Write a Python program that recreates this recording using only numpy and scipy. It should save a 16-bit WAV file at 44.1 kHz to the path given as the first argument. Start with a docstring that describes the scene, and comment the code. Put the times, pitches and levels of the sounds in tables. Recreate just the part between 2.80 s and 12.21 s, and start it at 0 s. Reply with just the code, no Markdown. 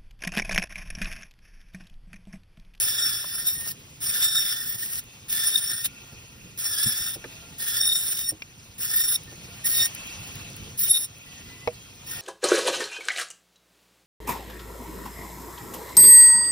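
"""A band saw is already cutting frozen fish on a steel table; nine cuts follow one another, with pauses.
In each cut the teeth strike steadily: a whine of overtones in grinding and groaning noise, until the blade
is out. All along, a motor rumbles and the running blade hisses, whistles and sizzles.
From the first cut on, slices knock on the table as short ringing tones, some with the snap of a bone.
Later, faint whines swell and fade, ice chips tick as short noise bursts, and the end falls in the last cut."""
import sys
import numpy as np
from scipy import signal
from scipy.fft import rfft, irfft, next_fast_len
from scipy.io import wavfile
from scipy.ndimage import uniform_filter1d, map_coordinates

SR = 44100
rng = np.random.default_rng(int(sys.argv[2]) if len(sys.argv) > 2 else 0)


def transcribe(signal):
    """Save signal, clipped to [-1, 1], as a 16-bit WAV file at the path in sys.argv[1]."""
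    frames = np.atleast_2d(signal).T
    limited = np.clip(frames, -1, 1)
    pcm = np.round(limited * 32767).astype(np.int16)
    wavfile.write(sys.argv[1], SR, pcm)


def boost(x):
    """Linear amplitude factor 10**(x/20) for a level x in decibels (scalar or array-like)."""
    u = np.asarray(x, float) / 20
    return 10 ** u


N = 414981  # length of the scene in samples


def unit(x):
    """Scales a sound to an average strength (rms) of 1."""
    return x / np.sqrt(np.mean(np.abs(x) ** 2) + 1e-20)


def along(points, hz):
    """Reads a curve of (frequency [Hz], value) points, joined along a logarithmic frequency axis."""
    f, v = np.transpose(points)
    return np.interp(np.log(hz + 1), np.log(f + 1), v)


def curves(rows):
    """Turns rows of (time [s], values...) into one curve per value, with a point for every sample."""
    s, *cols = np.transpose(rows)
    return np.array([np.interp(np.arange(N) / SR, s, c) for c in cols])


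def wobble(rate):
    """A random curve: straight lines between random points, rate points a second."""
    knots = rng.standard_normal(int(N * rate / SR) + 4)
    return map_coordinates(knots, [np.arange(N) * rate / SR], order=1)


def filtered(x, response):
    """Multiplies the spectrum of x by a response that depends on frequency."""
    m = next_fast_len(N + 8192)
    return irfft(rfft(x, m) * response(np.fft.rfftfreq(m, 1 / SR)), m)[..., :N]


def peaks(modes):
    """Gain of a set of resonances, each one a peak (center [Hz], width [Hz], height [dB])."""
    return lambda f: np.sqrt(sum(boost(2 * db) / (1 + (2 * (f - hz) / w) ** 2) for hz, w, db in modes))


def rush(gain, patchy_db):
    """Two unrelated noises of one color, joint rms 1, with shared random patches in time and pitch."""
    z = signal.stft(rng.standard_normal((2, N)), nperseg=256)[2]
    field = uniform_filter1d(rng.standard_normal(z.shape[1:]), size=4, axis=0)
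    field = uniform_filter1d(field, size=8, axis=1)
    patchy = signal.istft(z * boost(patchy_db * unit(field)), nperseg=256)[1][:, :N]
    return unit(filtered(patchy, gain))


def passes():
    """Loudness of the cuts and of groan against grind [dB]; groan follows the fish depth at the blade."""
    # The cuts: (blade fully in [s], blade out [s], groan over the grind [dB],
    # share of the cut after which the fish thins [0 to 1])
    cut_times = [(0, 0.936, -1.5, 0.59), (1.226, 2.211, -3.5, 0.62), (2.506, 3.079, -5.5, 0.88),
                 (3.797, 4.37, -6.5, 1), (4.804, 5.527, -5, 0.34), (6.003, 6.378, -7, 0.84),
                 (6.863, 7.085, -24.5, 0.8), (7.998, 8.268, -20, 0.33), (9.286, 9.499, -5.5, 0.4)]
    touch_db, bite_db_per_s = -10.5, 504  # sudden first touch, this far under the full bite, then a rise
    last_db, leave_db_per_s = -19.5, 1092  # level at the exit time, and how fast it falls there
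    shallow_db, deep_at = 9, 0.23  # groan lacking at entry, share of the cut where it is full
    thin_db = 20  # groan lost towards the exit
    t = np.arange(N) / SR
    start, end, groan_db, thins = np.transpose(cut_times)[..., None]
    bite_db = bite_db_per_s * (t - start)
    bite_db = bite_db + 6 * np.minimum(bite_db - touch_db, 0)  # much steeper before the touch level
    leave_db = leave_db_per_s * (end - t) + last_db
    gates_db = np.minimum(np.minimum(bite_db, leave_db), 0)
    now = np.argmax(gates_db, axis=0)[None]  # the cut that is loudest at each moment
    share = (t - start) / (end - start)
    shallow = np.clip(1 - share / deep_at, 0, 1)
    thinned = np.clip((share - thins) / (1.01 - np.minimum(thins, 1)), 0, 1)
    depth_db = groan_db - shallow_db * shallow - thin_db * thinned
    return np.maximum(gates_db.max(axis=0), -90), np.take_along_axis(depth_db, now, axis=0)[0]


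def overtone_swells():
    """Single overtones swell or dip for a while, in bell shapes [dB]; one row for each overtone."""
    # One list for each overtone: (time [s], swell or dip [dB] before its weights in cutting(),
    # length [s], of which 0.72 is the spread of the bell)
    swell_lists = [
        [(.2, 14.5, 0.068), (.8, 5.5, 0.076), (1.291, 12, 0.017), (1.813, 8, 0.053), (2.033, 17, 0.0075),
         (2.564, 10.5, 0.089), (2.926, 11, 0.047), (3.867, 3, 0.026), (4.277, 12, 0.047), (4.96, 11.5, 0.12),
         (5.505, 8.5, 0.013), (6.201, 17, 0.04), (6.853, 18.5, 0.028), (7.03, 20.5, 0.13)],
        [(1.565, -0.5, .012), (2.76, 16, 0.0054), (3.062, 25.5, 0.028), (5.035, 12, 0.0026), (5.11, 5.5, 0.046),
         (6.36, 15.5, 0.0025), (7.005, 6, 0.051), (8.055, 12, 0.015), (8.105, 7.5, 0.02), (8.15, 10.5, 0.01),
         (8.1557, -23, 0.0011), (8.168, 15, 0.023), (8.23, 1.5, 0.016)],
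        [(.226, 7.5, 0.079), (.866, 12.5, 0.012), (1.291, 10, 0.025), (2.877, 12.5, 0.0046),
         (3.867, 14.5, 0.058), (4.041, 11.5, 0.0047), (5.012, 12, 0.012), (5.078, 3.5, 0.0089),
         (5.505, 9, 0.051), (6.228, 10, 0.021), (7.02, 6, 0.04), (7.029, 4.5, 0.01)],
        [(.2, 12, .03), (1.45, 8, .08), (2, 9, .03), (2.69, 8, .03), (3.051, 23.5, .012), (4.07, 16, .03),
         (5.19, 12, .07), (6.24, 12, .04), (6.88, 7, .04), (8, 12, .025), (8.04, 12, .012), (8.098, 9, .012),
         (8.15, 12, .045), (8.245, 12, .014)],
        [(0, 11, 0.063), (.56, 5, 0.036), (.802, 6.5, 0.056), (1.291, 9, 0.041), (2.033, 4.5, 0.018),
         (2.673, 12.5, 0.022), (2.926, 6, 0.13), (3.867, 13, 0.095), (4.05, 8, 0.017), (5.042, 8, 0.022),
         (5.291, 10, 0.021), (5.497, 14, 0.017), (8.13, 4, 0.055)],
        [(0, 22, 0.048), (.56, 8, 0.079), (.802, 9, 0.075), (1.257, 9, 0.016), (2.69, 10.5, 0.054),
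         (3.051, 25, 0.014), (4.091, 19, 0.014), (4.357, 10, 0.015), (5.083, 5.5, 0.021), (5.177, 7.5, 0.11),
         (6.135, 11, 0.019), (6.31, 15, 0.11), (6.855, 18.5, .0086), (6.923, 21, 0.029), (8.01, 17, 0.066),
         (8.115, 17.5, 0.016), (8.2, 17, 0.064)],
        [(.18, -4, 0.04), (.62, 17, 0.36), (1.407, 22, 0.0065), (1.47, 9, 0.043), (1.85, -8, .03),
         (5.491, 28, 0.0089), (6.159, 19, 0.019), (6.2, 10.5, 0.093), (6.256, 18, .0072), (8.02, 13, 0.052),
         (8.16, 12, .045)],
        [(.04, 11, 0.017), (1.63, 4, .04), (1.89, 13.5, 0.054), (5.073, 11.5, 0.015), (6.2, 8, 0.23),
         (6.9, 10.5, 0.096), (7.999, 10.5, 0.011), (8.02, 9.5, 0.062), (8.036, 5.5, 0.0047)],
    ]
    t = np.arange(N) / SR
    swells_db = np.zeros((len(swell_lists), N))
    for row, swells in zip(swells_db, swell_lists):
        for s, db, length in swells:
            near = slice(max(round((s - 4 * length) * SR), 0), round((s + 4 * length) * SR))
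            row[near] += db * np.exp(-.5 * ((t[near] - s) / (0.72 * length)) ** 2)
    return swells_db


def overtone_levels(whine_db, chatter_db):
    """Each overtone grows with the whine at its own pace [dB], and also drifts on its own."""
    # Overtones of the tooth rate: (level at the usual whine [dB], gain per dB of whine [dB])
    overtone_rows = [(-55.5, -0.5), (-44.5, 1.9), (-41, 0.88), (-52.5, 2), (-40, 0.98), (-46.5, 1),
                     (-47, 1.5), (-38.5, .5)]
    usual_whine_db, wander_db = -42, 3
    return np.array([db + grows * (whine_db - usual_whine_db) + wander_db * wobble(38) + chatter_db
                     for db, grows in overtone_rows])


def tooth_whine(over_db, groan_db):
    """Teeth strike at a steady rate that sags under load; multiples of this rate form the whine."""
    free_hz, sag_hz = 1849, 17  # tooth rate when free, and its drop at full load
    full_db, load_span_db = -44, 16  # groan level of full load, and how far below it the load is zero
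    load = np.clip(1 + (groan_db - full_db) / load_span_db, 0, 1)
    load = uniform_filter1d(load, size=SR // 8)  # the wheels' mass smooths it
    turn = 2 * np.pi * np.cumsum((free_hz - sag_hz * load) * (1 + .0035 * wobble(28))) / SR
    whine = np.zeros((2, N))
    for k, db in enumerate(over_db, 1):
        steady = 1 + .35 * (wobble(130) + 1j * wobble(130))
        apart = .4 * (wobble(70) + 1j * wobble(70))
        flutter = np.array([steady, apart])
        # uneven teeth blur each overtone
        smear = np.array([wobble(90 * k) + 1j * wobble(90 * k) for row in whine])
        whine += np.real((boost(db + .5) * flutter + boost(db - 6) * smear) * np.exp(1j * k * turn))
    return whine


def held_strikes(groan_db, overtones):
    """Strikes held back by the fish come unevenly: blurred tones, flat of the free tooth rate."""
    # Pitch and strength: (time [s], lowest tone [Hz], level over the groan [dB] before overtone gains)
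    held_rows = [(0, 1770, -6), (.1, 1745, 0), (.19, 1710, 3), (.25, 1770, -4), (.34, 1700, 1),
                 (.45, 1780, -5), (.9, 1795, -6), (1.22, 1760, -2), (1.4, 1785, -2), (1.55, 1755, 1),
                 (1.7, 1775, -1), (1.9, 1750, -1), (2.2, 1790, -6), (2.5, 1750, 0), (2.6, 1760, 2),
                 (2.67, 1790, 1), (2.74, 1770, 0), (3.05, 1800, -6), (3.8, 1720, -6), (3.92, 1750, 5),
                 (3.96, 1650, 2), (4, 1690, 3), (4.06, 1730, 3), (4.13, 1710, 0), (4.2, 1785, -2),
                 (4.35, 1800, -6), (4.8, 1710, -2), (4.9, 1690, -1), (4.97, 1740, 1), (5.05, 1800, -4),
                 (5.3, 1750, -2), (5.5, 1800, -6), (6, 1770, -5), (6.07, 1710, -3), (6.17, 1790, -3),
                 (8.19, 1790, -3), (8.21, 1800, 20), (8.27, 1775, 22), (8.3, 1780, -4)]
    ring_db, fall_db = 6.5, 6  # the second overtone rings most; loss per overtone away from 2.3
    held_hz, held_db = curves(held_rows)
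    turn = 2 * np.pi * np.cumsum(held_hz) / SR
    tones = np.zeros((2, N))
    for k in range(1, overtones + 1):
        drag = np.array([wobble(40 + 45 * k) + 1j * wobble(40 + 45 * k) for row in tones])
        level_db = groan_db + held_db + ring_db - fall_db * min(abs(k - 2.3), 2)
        tones += boost(level_db) * np.real(drag * np.exp(1j * k * turn))
    return tones


def grinding(grind_db):
    """Chips break off in a dense uneven patter: colored noise with fast random loudness."""
    # Color of the grinding noise: (frequency [Hz], relative gain [dB])
    grind_color = [(600, -14.5), (1000, -18), (1400, -8), (2300, -8.5), (2900, -4), (4500, -5),
                   (6400, -1.5), (8200, 1.5), (10000, 0), (11900, 3), (14000, 11)]
    # The grinding noise rolls off steeply above 14.4 kHz: (frequency [Hz], added gain [dB])
    grind_rolloff = [(14400, 0), (15000, -6), (15300, -13), (15750, -12), (15950, -80)]
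    chip_db, chips_per_s, lift_db = 2.2, 700, 9.5
    noise = rush(lambda f: boost(along(grind_color, f) + along(grind_rolloff, f)), patchy_db=2.2)
    return boost(grind_db + lift_db) * noise * boost(chip_db * wobble(chips_per_s))


def groaning(groan_db):
    """The loaded blade resonates: noise shaped by its peaks."""
    # Resonances of the loaded blade, whose joint gain is squared below:
    # (center [Hz], width before squaring [Hz], height before squaring [dB])
    blade_peaks = [(1393, 150, 3.5), (1600, 200, 1.5), (1760, 240, 3), (2650, 400, -3), (3500, 420, 6),
                   (4600, 500, 0), (5150, 300, 3), (5430, 240, 7)]
    return boost(groan_db + 6.5) * rush(lambda f: peaks(blade_peaks)(f) ** 2, patchy_db=3.5)


def cutting():
    """The blade in the fish: feed, depth and overtone swells set the whine, grinding and groan."""
    # How hard the fish is fed, one list for each cut:
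    # (time [s], grind [dB], whine [dB]), before the cut's gate, chatter and lifts
    feed_lists = [
        [(.03, -34.5, -44.5), (.144, -37.5, -37.5), (.226, -39.5, -36), (.264, -37.5, -39.5),
         (.478, -46, -47.5), (.652, -44, -46.5), (.674, -40.5, -36), (.802, -47, -48), (.866, -40, -52)],
        [(1.219, -40, -43.5), (1.343, -35.5, -46), (1.449, -32.5, -33), (1.495, -41, -37.5), (1.571, -36, -31),
         (1.813, -41.5, -52), (1.977, -47, -48), (2.033, -39.5, -44.5), (2.069, -42.5, -54.5),
         (2.193, -36.5, -46)],
        [(2.502, -36, -43.5), (2.564, -34, -47.5), (2.778, -37, -33.5), (2.814, -41.5, -40),
         (2.926, -39.5, -41.5), (3.022, -47.5, -49.5), (3.06, -33, -49.5)],
        [(3.799, -37, -53), (3.867, -39.5, -53.5), (3.997, -35, -40), (4.081, -34, -36), (4.119, -35.5, -42),
         (4.277, -40, -40.5), (4.357, -43.5, -47)],
        [(4.813, -37, -49.5), (4.935, -35.5, -43), (5.035, -39, -35), (5.177, -40, -36), (5.263, -36.5, -41.5),
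         (5.425, -39, -40.5), (5.463, -45, -39), (5.505, -41, -47.5)],
        [(6.001, -40, -47.5), (6.135, -38.5, -44.5), (6.201, -39.5, -38.5), (6.305, -40.5, -42.5),
         (6.365, -38, -40)],
        [(6.853, -35, -38), (6.923, -35.5, -45.5), (7.003, -32.5, -33.5), (7.051, -33, -40)],
        [(7.984, -35, -46.5), (8.054, -40.5, -42.5), (8.075, -36, -50.5), (8.1, -41, -37.5),
         (8.17, -40.5, -40.5), (8.21, -43, -46.5), (8.245, -42.5, -39)],
        [(9.286, -46, -48), (9.352, -45, -54), (9.41, -53, -51.5)],
    ]
    gate_db, depth_db = passes()
    feed_db, whine_db = curves(np.concatenate(feed_lists))
    chatter_db = gate_db + 1.98 * wobble(70) + 0.79 * wobble(250)  # the feed is never even
    grind_db = feed_db + chatter_db
    groan_db = grind_db + depth_db
    swells_db = overtone_swells()
    all_swells_db = swells_db.sum(axis=0)
    over_db = overtone_levels(whine_db, chatter_db)
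    over_db += 1.037 * swells_db + 0.053 * all_swells_db  # the others follow a little
    grind_db = grind_db + 0.039 * all_swells_db
    whine = tooth_whine(over_db, groan_db) + held_strikes(groan_db, len(over_db))
    return whine + grinding(grind_db) + groaning(groan_db)


def running():
    """The motor rumbles; the blade hisses, whistles and sizzles in its guides: four colored noises."""
    # Levels: (time [s], rumble [dB], running hiss [dB], whistle [dB]), before random wobble
    idle_rows = [(0, -54.5, -46, -45), (.89, -50, -50.5, -67), (1.73, -53.5, -52.5, -64),
                 (2.41, -52.5, -50.5, -59.5), (3.2, -52, -50, -53), (3.82, -51, -52, -58),
                 (4.58, -49.5, -47, -51.5), (5.13, -53.5, -50, -67.5), (5.66, -53, -53.5, -58),
                 (6.21, -50.5, -49.5, -62), (6.71, -48.5, -45.5, -54), (7.25, -49, -42.5, -44.5),
                 (7.55, -46.5, -42.5, -50), (7.86, -44.5, -47, -52.5), (8.1, -49.5, -51, -69.5),
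                 (8.39, -54.5, -51, -51.5), (8.6, -47.5, -46.5, -52), (9.17, -50.5, -50.5, -60.5),
                 (9.41, -46.5, -40.5, -44.5)]
    # Color of the motor rumble: (frequency [Hz], relative gain [dB])
    rumble_color = [(12, -48), (20, -13), (37, -10.5), (117, -1.5), (189, -7.5), (282, -12.5), (380, -16),
                    (490, -16.5), (700, -47), (910, -70), (1540, -120)]
    # Color of the blade's hiss: (frequency [Hz], relative gain [dB])
    hiss_color = [(300, -40), (500, -2.5), (900, -0.5), (1600, -4), (2200, -1), (2800, 3), (3800, -0.5),
                  (5000, -2), (6500, 2), (8000, -3), (10500, -10.5), (13200, -10), (14800, -66),
                  (15700, -47), (15950, -84)]
    # Color of the sizzle: (frequency [Hz], relative gain [dB])
    sizzle_color = [(6000, -15), (9000, 0), (12500, 0), (15000, 10.5), (15700, -6), (15950, -83)]
    # Resonances of free blade and wheels, whose joint gain is squared below:
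    # (center [Hz], width before squaring [Hz], height before squaring [dB])
    whistle_peaks = [(668, 40, -16), (1405, 50, -7), (1890, 60, -8), (2250, 80, -9), (2450, 100, -5),
                     (2650, 70, -3.5), (2780, 200, -8), (3280, 120, -7), (4320, 90, -9), (6500, 400, -11)]
    sizzle_db = -7.5  # against the hiss
    rumble_db, hiss_db, whistle_db = curves(idle_rows)
    rumble = rush(lambda f: boost(along(rumble_color, f)), patchy_db=1.7)
    rumble *= boost(rumble_db + .7 * wobble(8.1))
    hiss = rush(lambda f: boost(along(hiss_color, f)), patchy_db=2)
    hiss *= boost(hiss_db + .8 * wobble(20))
    whistle = rush(lambda f: peaks(whistle_peaks)(f) ** 2, patchy_db=3.5)
    whistle *= boost(whistle_db + 1.5 * wobble(12))
    sizzle = rush(lambda f: boost(along(sizzle_color, f)), patchy_db=2)
    sizzle *= boost(hiss_db + sizzle_db + 2.1 * wobble(60))
    return rumble + hiss + whistle + sizzle


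def ring(modes, t, attack):
    """A struck body: tones (Hz, dB, time to fall 60 dB) die away, each at a fresh random strength."""
    tones = sum(boost(db + rng.normal(0, 2) - 60 * t / t60) * np.sin(2 * np.pi * hz * t)
                for hz, db, t60 in modes)
    return tones * (1 - np.exp(-t / attack))


def on_table(hits):
    """Adds a second row, the table's late echo: half as strong and 40 samples later."""
    return np.array([hits, 0.5 * np.roll(hits, 40)])


def knocks():
    """Slices knock on the table and bones snap: table, slice and crack ring, with a puff of noise."""
    # Knocks: (time [s], thud [dB], slab [dB], crack [dB], pitch factor: small slices ring higher);
    # these levels add to those of the modes
    knock_rows = [(0.443, -62, -43.5, -72.5, 1.32), (0.866, -57.5, -50.5, -74, 0.99),
                  (1.949, -45.5, -57, -65, 1.1), (3.058, -65, -63, -28, 1.47), (3.324, -44, -56, -55, 0.76),
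                  (3.436, -54, -56, -62, 0.97), (4.061, -28.5, -64.5, -61, 0.47),
                  (4.359, -45, -44, -62, 0.72), (4.4413, -54.5, -44, -30.5, 0.81),
                  (4.449, -55, -47, -43, 0.58), (5.521, -40.5, -44.5, -63, 0.677),
                  (5.621, -68, -76, -28, 1.11), (6.521, -53.5, -50, -54.5, 0.74),
                  (8.154, -75, -70, -29, 1.7), (8.8745, -44, -22, -24, 1.04), (8.884, -43, -62, -36, 1.15)]
    # Table frame: (frequency [Hz], level [dB], time to fall 60 dB [s])
    thud_modes = [(125.5, 9, 0.078), (218, -2, 0.12)]
    # Frozen slice on steel, at pitch factor 1: (frequency [Hz], level [dB], time to fall 60 dB [s])
    slab_modes = [(285, 2.5, 0.019), (464, 7, 0.077), (610, 1.5, 0.067), (728, 2, 0.042), (796, 12, 0.024),
                  (900, 3, 0.028), (1058, 6, 0.032), (1300, -7, 0.029)]
    # Crack, at pitch factor 1: (frequency [Hz], level [dB], time to fall 60 dB [s])
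    crack_modes = [(1500, -8, .012), (1970, -1, .028), (2150, 2, .03), (2450, -1, .028), (2900, -2, .02),
                   (3550, -6, .016), (4200, -7, .016), (4930, -4, .018)]
    puff_loss_db = 14  # the puff weakens as the pitch factor rises past one
    hits = np.zeros(N + SR)
    t = np.arange(SR // 5) / SR
    for s, thud_db, slab_db, crack_db, pitch in knock_rows:
        puff_db = crack_db + 3 - puff_loss_db * max(pitch - 1, 0) - 60 * t / .02
        puff = boost(puff_db) * uniform_filter1d(rng.standard_normal(len(t)), size=5)
        thud = boost(thud_db) * ring(thud_modes, t, 0.0028)
        slab = boost(slab_db) * ring(slab_modes, t * pitch, .0012)  # faster time: higher and shorter
        crack = boost(crack_db) * ring(crack_modes, t * pitch, 0.00063)
        hits[round(s * SR):][:len(t)] += thud + slab + crack + puff
    return on_table(hits[:N])


def whines():
    """Faint whines come and go: thin tones of unsteady pitch and level swell and fade."""
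    # Whines: (time of the middle [s], pitch before wavering [Hz],
    # level before flicker and a 3.5 dB cut [dB], spread of the bell-shaped swell [s])
    whine_rows = [(2.33, 2654, -55, .06), (2.35, 3570, -59, .08), (3.14, 1415, -58, .04),
                  (3.19, 2664, -52, .06), (3.15, 2480, -57, .06), (3.31, 1395, -57, .07),
                  (3.3, 2661, -58, .05), (3.3, 4320, -61, .05), (3.4, 2458, -58, .05),
                  (3.65, 2475, -60, .07), (4.52, 2635, -54, .05), (4.66, 668, -61, 0.12),
                  (4.68, 1405, -59, .06), (4.7, 2625, -57, .05), (4.7, 4323, -61, .05),
                  (5.68, 2640, -57, .04), (5.82, 4250, -63, .12), (6.5, 1780, -54, .03),
                  (6.68, 4310, -57, .12), (6.7, 1396, -57, .05), (6.73, 668, -58, .09),
                  (7.25, 2670, -48, .1), (7.45, 2660, -47, .1), (7.68, 2655, -53, .07),
                  (7.3, 1400, -58, .12), (7.55, 1400, -60, .1), (7.2, 3035, -50, .1),
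                  (7.48, 2980, -48, .06), (7.52, 4305, -53, .04), (7.2, 4320, -58, .08),
                  (7.66, 670, -57, .07), (7.82, 3035, -51, .06), (7.89, 3290, -54, .06),
                  (7.96, 3400, -56, .02), (7.92, 4305, -58, .06), (7.94, 2452, -58, .04),
                  (8.34, 2655, -57, .05), (8.52, 2650, -54, .05), (8.51, 1990, -54, .05),
                  (8.77, 1992, -49, .08), (8.6, 1800, -57, .07), (8.57, 1896, -57, .06),
                  (8.72, 972, -59, .07), (8.74, 2665, -55, .07), (8.8, 2995, -58, .06),
                  (9.06, 3226, -55, .08), (9.21, 2440, -58, .06)]
    t = np.arange(N) / SR
    tones = np.zeros((2, N))
    waver, flicker = wobble(45), wobble(40)
    for k, (s, hz, db, length) in enumerate(whine_rows):
        near = slice(round((s - 3 * length) * SR), min(round((s + 3 * length) * SR), N))
        # each tone reads the shared random curves from a later starting point
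        chance = slice(k * 5000, k * 5000 + near.stop - near.start)
        now_hz = hz + 24 * waver[chance] + .002 * hz * flicker[chance]
        turn = 2 * np.pi * np.cumsum(now_hz) / SR
        swell = np.exp(-.5 * ((t[near] - s) / length) ** 2)
        level = boost(db - 3.5 + 5 * flicker[chance]) * swell
        tones[:, near] += level * np.array([np.sin(turn), -np.cos(turn)])
    return tones


def ice_ticks():
    """Chips of ice tick off the steel: bright noise bursts that fall 60 dB in 16 ms."""
    # Ticks: (time [s], starting level [dB] before a 2 dB cut and the filter)
    tick_rows = [(2.2383, -32.5), (6.4348, -30), (7.149, -16.5), (7.2704, -25.5), (7.4739, -28),
                 (7.555, -26.5), (7.7007, -30.5), (7.7657, -25), (8.3833, -33)]
    ticks = np.zeros(N + SR)
    t = np.arange(SR // 5) / SR
    for s, db in tick_rows:
        ticks[round(s * SR):][:len(t)] += boost(db - 2 - 60 * t / .016) * rng.standard_normal(len(t))
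    return on_table(filtered(ticks[:N], lambda f: 1 / (1 + (8000 / (f + 1)) ** 6)))


def scene():
    """Two rows: the sound both channels share, and the sound in which they differ."""
    return cutting() + running() + knocks() + whines() + ice_ticks()


def roll_off(x):
    """The treble ends steeply here."""
    return signal.sosfilt(signal.butter(12, 17010, fs=SR, output="sos"), x)


def record(dry):
    """Likeness, lead and balance of the left and right channels in each frequency band."""
    # How far the left channel leads: (frequency [Hz], lead [cycles])
    left_lead = [(520, 0), (780, .15), (1640, .08), (2840, .45), (3620, .22), (5000, .02), (5800, .05),
                 (6400, .5), (7150, .5), (7350, .46), (7550, .5), (8200, .5), (9500, 1), (11600, 1),
                 (12500, 1.5), (12880, 1.4), (13300, 1.5), (14400, 1.5), (15300, 2)]
    # Likeness of the left and right channels: (frequency [Hz], likeness [0 to 1])
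    channel_likeness = [(60, .97), (400, .9), (1000, .45), (2500, .5), (4500, .4), (5400, .9), (6100, .5),
                        (6600, .9995), (8100, .9995), (8600, .5), (9500, .9995), (11650, .9995),
                        (12000, .5), (12500, .9995), (14200, .9995), (14900, .6), (15500, .9995)]
    # Balance of the channels: (frequency [Hz], left minus right [dB])
    channel_balance = [(60, -.5), (130, -2), (250, -3), (500, -1.5), (800, 1), (1500, 2), (3000, 0)]
    # Dips in the treble of both channels: (frequency [Hz], gain [dB])
    treble_dips = [(11000, 0), (11700, -3), (12700, -1), (13400, -10), (13900, 0)]
    top_hz = 15900  # nothing passes from here up

    def mixing(f):
        angle = np.arccos(np.clip(along(channel_likeness, f), 0, 1)) / 2
        return np.array([np.cos(angle), np.sin(angle)])

    def channel_response(f):
        # half of the balance and lead goes to each channel, in opposite directions
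        left = boost(along(channel_balance, f) / 2) * np.exp(1j * np.pi * along(left_lead, f))
        return np.array([left, 1 / left]) * boost(along(treble_dips, f)) * (f < top_hz)

    shared, apart = filtered(dry, mixing)
    channels = filtered(np.array([shared + apart, shared - apart]), channel_response)
    return roll_off(channels)


dry = scene()
out = record(dry)
transcribe(out)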